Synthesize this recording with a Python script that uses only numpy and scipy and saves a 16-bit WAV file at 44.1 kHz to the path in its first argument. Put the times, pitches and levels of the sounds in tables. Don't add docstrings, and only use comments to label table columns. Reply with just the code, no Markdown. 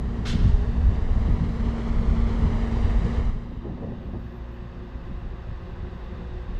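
import sys
import numpy as np
from scipy import signal
from scipy.io import wavfile
from scipy.ndimage import uniform_filter1d

SR = 44100
rng = np.random.default_rng(int(sys.argv[2]) if len(sys.argv) > 2 else 0)


def bounce(signal):
    frames = np.transpose(np.atleast_2d(signal))
    limited = np.clip(frames, -1, 1)
    pcm = np.round(limited * 32767).astype(np.int16)
    wavfile.write(sys.argv[1], SR, pcm)


N = 290619
T = np.arange(N) / SR
CUT_OUT_S = 3.19


def from_db(db):
    return 10 ** (np.asarray(db) / 20)


def rms_one(x):
    return x / np.sqrt(np.mean(x ** 2) + 1e-20)


def in_time(rows):
    s, *columns = np.transpose(rows)
    return [np.interp(T, s, c) for c in columns]


def drift(rate_hz):
    r = np.exp(-80 * np.pi * rate_hz / SR)
    noise = rng.standard_normal(N // 40 + 2002)
    slow = signal.lfilter([1], [1, -2 * r, r * r], noise)[2000:]
    return np.interp(np.arange(N) / 40, np.arange(len(slow)), rms_one(slow))


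def whistle(hz, width_hz):
    r = np.exp(-np.pi * width_hz / SR)
    poles = [1, -2 * r * np.cos(2 * np.pi * hz / SR), r * r]
    return rms_one(signal.lfilter([1, 0, -1], poles, rng.standard_normal(N)))


def resonances(rows):
    return sum(from_db(db) * whistle(hz, width_hz) for hz, width_hz, db in rows)


def banded_noise(spectrum, pivot_hz, tilt_db_per_oct=0, together_db=.5, own_db=.5, rate_hz=8.0):
    hz_points, db_points = np.transpose(spectrum)
    octaves = np.log2(min(hz_points[-1], 17000) / hz_points[0])
    edges_hz = hz_points[0] * 2 ** np.arange(0, octaves, 1 / 3)
    white = rng.standard_normal((2, N + SR))
    together = drift(rate_hz)
    out, power = 0, 0
    for k, (low_hz, high_hz) in enumerate(zip(edges_hz, edges_hz[1:])):
        bandpass = signal.butter(3, [low_hz, high_hz], "band", fs=SR, output="sos")
        band = signal.sosfilt(bandpass, white[k % 2])[SR:]
        hz = np.sqrt(low_hz * high_hz)
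        band = band * from_db(np.interp(np.log(hz), np.log(hz_points), db_points))
        power += np.mean(band ** 2)
        tilt_db = tilt_db_per_oct * np.log2(hz / pivot_hz)
        out = out + band * from_db(tilt_db + together_db * together + own_db * drift(rate_hz))
    return out / np.sqrt(power)


def swelling(rows):
    rise_per_fall = 0.45
    total = 0
    for s, db, fall_s, *_ in rows:
        age_s = np.where(T > s, T - s, (s - T) / rise_per_fall)
        total = total + from_db(db) * np.exp(-age_s / fall_s)
    return total


def high_hiss():
    # (start [s], end [s], level [dB])
    hiss_swells = [(1.286, 1.582, -84), (1.627, 1.705, -91), (2.56, 2.9, -86), (4.177, 4.409, -84),
                   (4.505, 4.58, -82)]
    steady_db, edge_s = -89, .02

    def band(low_hz, high_hz):
        bandpass = signal.butter(6, (low_hz, high_hz), "band", fs=SR, output="sos")
        return rms_one(signal.sosfilt(bandpass, rng.standard_normal(N)))

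    swells = sum(from_db(db) * np.clip(np.minimum(T - start_s, end_s - T) / edge_s, 0, 1)
                 for start_s, end_s, db in hiss_swells)
    steady = from_db(steady_db + 1.5 * drift(6.0)) * band(11600, 14200)
    return steady + swells * from_db(2.5 * drift(40.0)) * band(11500, 15600)


def wind():
    # (time [s], rumble [dB], buffeting [dB])
    wind_levels = [(0.0, -33, -28), (0.22, -29.5, -36.5), (0.37, -23, -28.5), (0.52, -19, -28),
                   (0.68, -19, -36), (0.9, -25, -30.5), (1.1, -23, -29.5), (1.28, -22, -30),
                   (1.45, -26.5, -39.5), (1.6, -27, -29.5), (1.82, -31.5, -36), (1.95, -26, -33),
                   (2.4, -25.5, -29.5), (2.8, -26, -30.5), (3.08, -27, -36), (3.25, -29, -33),
                   (3.4, -33, -38.5), (3.75, -39.5, -36.5), (4.16, -36.5, -32), (4.3, -40.5, -43.5),
                   (4.48, -40.5, -47.5), (4.95, -39.5, -42.5), (5.1, -33.5, -41.5), (5.3, -38, -42.5),
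                   (5.75, -34, -42.5), (6.0, -39, -42), (6.59, -31.5, -45)]
    # (frequency [Hz], density [dB per Hz])
    rumble_spectrum = [(18, -1), (30, 1), (50, -1.5), (80, -6), (120, -12)]
    # (frequency [Hz], density [dB per Hz])
    buffet_spectrum = [(70, 6.5), (110, 0.5), (170, -2.5), (220, -5), (265, -16), (330, -28.5),
                       (500, -26.5)]
    # (time [s], peak [dB], fall [s])
    surge_peaks = [(0.36, -23.5, 0.053), (0.46, -25, 0.053), (0.74, -31.5, 0.045), (1.01, -33, 0.036),
                   (1.29, -22.5, 0.032), (1.42, -22, 0.052), (1.66, -33, 0.049), (2.46, -28.5, 0.12),
                   (3.04, -27, 0.079), (3.18, -33, 0.018), (4.255, -32.5, 0.017), (5.1, -33, 0.027)]
    # (frequency [Hz], density [dB per Hz])
    surge_spectrum = [(60, 0), (100, -2), (170, -3), (240, -7), (310, -22.5), (420, -24)]
    # (time [s], peak [dB], fall [s], ring [Hz])
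    flap_peaks = [(3.519, -42.5, 0.021, 294), (3.656, -33.5, 0.03, 340), (3.706, -42, 0.021, 330),
                  (3.781, -38.5, 0.021, 378), (3.836, -33.5, 0.021, 562), (3.881, -38.5, 0.03, 377),
                  (3.925, -40.5, 0.032, 231), (3.979, -49, 0.015, 493), (4.014, -49, .012, 360),
                  (4.032, -42.5, 0.023, 355), (4.092, -43, 0.014, 302), (4.141, -36, 0.015, 470),
                  (4.153, -41.5, 0.02, 390)]
    # (frequency [Hz], density [dB per Hz])
    flap_spectrum = [(90, -7.5), (200, 4), (400, 0), (570, -4), (720, -8), (900, -13), (1200, -24)]
    lumps_db, lumps_hz = 2.8, 8.0
    rumble_brightening, buffet_darkening = 0.26, 0.2
    thud_db = -7

    rumble_db, buffet_db = in_time(wind_levels)
    rumble_db = rumble_db + lumps_db * drift(lumps_hz)
    buffet_db = buffet_db + lumps_db * drift(lumps_hz)
    rumble_tilt = rumble_brightening * (rumble_db + 25)
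    buffet_tilt = -buffet_darkening * (buffet_db + 13.5)
    rumble = from_db(rumble_db) * banded_noise(rumble_spectrum, 30, rumble_tilt, .6, 1.0, 16.0)
    buffet = from_db(buffet_db) * banded_noise(buffet_spectrum, 165, buffet_tilt, 1.2, 1.0, 16.0)
    surges = swelling(surge_peaks) * banded_noise(surge_spectrum, 170, 0, 1.5, 1.5, 25.0)
    gust = swelling(flap_peaks) * banded_noise(flap_spectrum, 400, 0, 1.0, .8, 40.0)
    thuds = sum(swelling([row]) * np.sin(2 * np.pi * row[3] * (T - row[0])) for row in flap_peaks)
    return rumble + buffet + surges + gust + from_db(thud_db) * np.sqrt(2) * thuds


def asphalt(x):
    # (time [s], extra path [ms], share of treble kept [0-1])
    ground_path = [(0, 1.0, .3), (.75, 1.1, .3), (1.3, 1.0, .4), (1.65, .98, .7), (2.0, .92, .2),
                   (2.3, .95, .3), (2.6, 1.02, .7), (2.9, 1.04, .9), (3.2, 1.01, 1.0), (3.5, 1.02, .8),
                   (3.9, 1.1, .3), (6.59, 1.1, .3)]
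    echo_db, treble_from_hz = -10, 5000
    lag_ms, treble_share = in_time(ground_path)
    dull = signal.filtfilt(*signal.butter(2, treble_from_hz, fs=SR), x)
    bounced = dull + treble_share * (x - dull)
    return x + from_db(echo_db) * np.interp(T - lag_ms / 1000, T, bounced)


def valve():
    # (frequency [Hz], density [dB per Hz])
    jet_spectrum = [(530, -25), (900, -18), (1400, -4), (2530, -10), (3450, 3.5), (3890, -8.5), (4230, -6),
                    (5500, -8.5), (7390, -16.5), (9800, -30), (11500, -36), (14000, -38), (15500, -50)]
    # (centre [Hz], width [Hz], level [dB])
    pipe_resonances = [(1375, 35, -1), (1820, 35, -4), (2160, 30, -1), (3150, 30, -5), (3500, 25, -1),
                       (3700, 35, -6), (4095, 26, -1), (4630, 35, -7), (5080, 60, -8), (5530, 50, -9)]
    puff_s, puff_db, attack_s, hold_s = 0.246, -37, 0.012, 0.034
    fast_db_per_s, slow_db_per_s, slow_part_db = 107, 68, -3
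    opening_dull_db, brightening_s = -9, .03
    falling_dull = 0.4
    wall_s, wall_db, smear_s = .15, -15, .09

    gate = np.clip((T - puff_s) / attack_s, 0, 1) ** 2
    falling_s = np.maximum(T - puff_s - attack_s - hold_s, 0)
    fall_db = np.maximum(-fast_db_per_s * falling_s, slow_part_db - slow_db_per_s * falling_s)
    strength = gate * from_db(puff_db + fall_db)

    opening_tilt = opening_dull_db * np.clip(1 - (T - puff_s) / brightening_s, 0, 1)
    falling_tilt = falling_dull * np.maximum(fall_db, -12)
    jet = banded_noise(jet_spectrum, 2500, opening_tilt + falling_tilt, 1.0, 1.5, 40.0)
    singing = from_db(-3.5 + .4 * fall_db) * rms_one(resonances(pipe_resonances))

    smeared = uniform_filter1d(strength, int(smear_s * SR))
    back = np.interp(T - wall_s, T, smeared, left=0)
    echo = from_db(wall_db) * back * banded_noise(jet_spectrum, 4000, .5, .8, 1.2, 30.0)
    return strength * (jet + singing) + echo


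def fans():
    # (frequency [Hz], density [dB per Hz])
    whir_spectrum = [(160, -49.5), (280, -30), (358, 0), (433, -19), (493, -6), (554, -7), (596, -24),
                     (720, -15), (808, -15.5), (1130, -12), (1900, -19.5), (2370, -24), (2900, -25),
                     (3710, -27.5), (9000, -55), (11700, -89.5), (19800, -120)]
    # (centre [Hz], width [Hz], level [dB])
    grille_resonances = [(369, 7.8, -5.5), (515, 14, -11), (543, 23, -4), (711, 23, -11)]
    start_db, tail_s, nearing_db_per_s = -50.5, 3.1, 1.25
    grille_db, air_cut_hz = -3.5, 8470

    level_db = start_db + nearing_db_per_s * np.maximum(T - tail_s, 0)
    air = banded_noise(whir_spectrum, 1000, 0, 0.075, 0.55, 8.4)
    air = air + from_db(grille_db) * resonances(grille_resonances)
    cut = signal.butter(16, air_cut_hz, fs=SR, output="sos")
    return from_db(level_db) * signal.sosfilt(cut, air)


def compressor():
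    # (frequency [Hz], density [dB per Hz])
    roar_spectrum = [(150, -14), (250, -5), (314, -10.5), (448, -1.5), (544, -18), (650, -10.5),
                     (716, -13.5), (1040, -15.5), (1500, -18.5), (2600, -28.5), (3200, -28.5),
                     (4600, -34.5), (5500, -40), (6200, -41.5), (7750, -47), (9000, -54.5), (10500, -61),
                     (12000, -74), (15600, -99), (22000, -120)]
    # (centre [Hz], width [Hz], level [dB])
    casing_resonances = [(425, 30, -15), (460, 51, -5), (599, 75, -9), (1244, 120, -20), (1840, 270, -20.5)]
    start_db, nearing_db_per_s, nearest_s = -44, 2.5, 2.33
    start_tilt, brightening_per_s = -0.02, 0.11
    t60_s, dulling = 1, 0.062
    outlet_hz, outlet_width_hz, outlet_db, outlet_db_per_s = 2070, 270, -37, 6.5
    roar_cut_hz = 8700

    roar_db = start_db + nearing_db_per_s * np.minimum(T, nearest_s)
    dying_db = -60 * np.maximum(T - CUT_OUT_S, 0) / t60_s
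    tilt = start_tilt + brightening_per_s * T + dulling * np.maximum(dying_db, -40)
    roar = banded_noise(roar_spectrum, 1300, tilt, 1.0, 0.24, 14.0)
    casing = resonances(casing_resonances)
    outlet_level_db = outlet_db + outlet_db_per_s * np.minimum(T, CUT_OUT_S)
    outlet = from_db(outlet_level_db) * whistle(outlet_hz, outlet_width_hz)
    cut = signal.butter(5, roar_cut_hz, fs=SR, output="sos")
    return from_db(roar_db + dying_db) * signal.sosfilt(cut, roar + casing + outlet)


def orders(turn_rad, rows, waver_db, wobble_rad):
    total = 0
    for order, db in rows:
        phase = order * turn_rad + wobble_rad * drift(3.55) + rng.uniform(0, 2 * np.pi)
        total = total + from_db(db + waver_db * drift(5.2)) * np.sin(phase)
    return total


def motor():
    # (time [s], main tone [Hz], main tone [dB], upper tones' reference [dB])
    blower_tones = [(0, 232, -38, -50), (.5, 231.2, -38, -52), (1.1, 231.3, -41, -61),
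                    (1.65, 229.3, -34, -52), (2.4, 228.8, -32, -52), (2.9, 230, -34, -52),
                    (3.15, 232, -35, -52.5), (3.35, 235, -43, -57.5), (4.1, 238.5, -45, -52),
                    (4.35, 238.5, -48.5, -51), (5.0, 238.5, -51, -51), (5.5, 239, -58, -51),
                    (5.9, 240.5, -57, -49), (6.59, 242, -57, -47)]
    # (order, level [dB])
    shaft_orders = [(1, 0), (2, -11), (3, -15), (8, -28), (9, -27)]
    # (ratio, level [dB])
    upper_ratios = [(1.5, -5), (2, -16)]
    loaded_hz, free_hz, spin_up_s = 57.2, 58.1, 0.2
    loaded_db, free_db, higher_lift_db = -31.5, -40, 2
    top_clear_s, top_lift_db, top_fade_s = 5.2, 6, 0.37
    side_ratio, side_db, side_left_db = 7.21, -48.5, -8
    corner_s, corner_fade_s = 0.72, 0.15

    freed = 1 - np.exp(-np.maximum(T - CUT_OUT_S, 0) / spin_up_s)
    shaft_rad = 2 * np.pi * np.cumsum(loaded_hz + (free_hz - loaded_hz) * freed) / SR
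    first = orders(shaft_rad, shaft_orders[:1], 3 - 1.5 * freed, 1 - .7 * freed)
    higher = orders(shaft_rad, shaft_orders[1:], 3.0, .7)
    low_db = loaded_db + (free_db - loaded_db) * freed
    low = from_db(low_db) * (first + from_db(higher_lift_db * freed) * higher)

    blower_hz, main_db, upper_db = in_time(blower_tones)
    blower_rad = 2 * np.pi * np.cumsum(blower_hz) / SR
    main = from_db(main_db) * orders(blower_rad, [(1, 0)], 1.0, .12)
    middle = orders(blower_rad, upper_ratios[:1], 3.2, 1.0)
    lift_db = top_lift_db * np.clip((T - top_clear_s) / top_fade_s, 0, 1)
    top = from_db(lift_db) * orders(blower_rad, upper_ratios[1:], 2.0, .9)
    upper = from_db(upper_db) * (middle + top)

    past_corner = np.clip((T - corner_s) / corner_fade_s + 1, 0, 1)
    beside = (1 - freed) * from_db(side_left_db * past_corner)
    side_tone = beside * orders(shaft_rad, [(side_ratio, side_db)], 1.6, 0.4)
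    return np.sqrt(2) * (low + main + upper + side_tone)


def scene():
    return (motor() + asphalt(compressor() + fans()) + valve() + wind() + high_hiss())[None]


def record(dry):
    return signal.sosfilt(signal.cheby2(16, 40, 15650, fs=SR, output="sos"), dry)


dry = scene()
out = record(dry)
bounce(out)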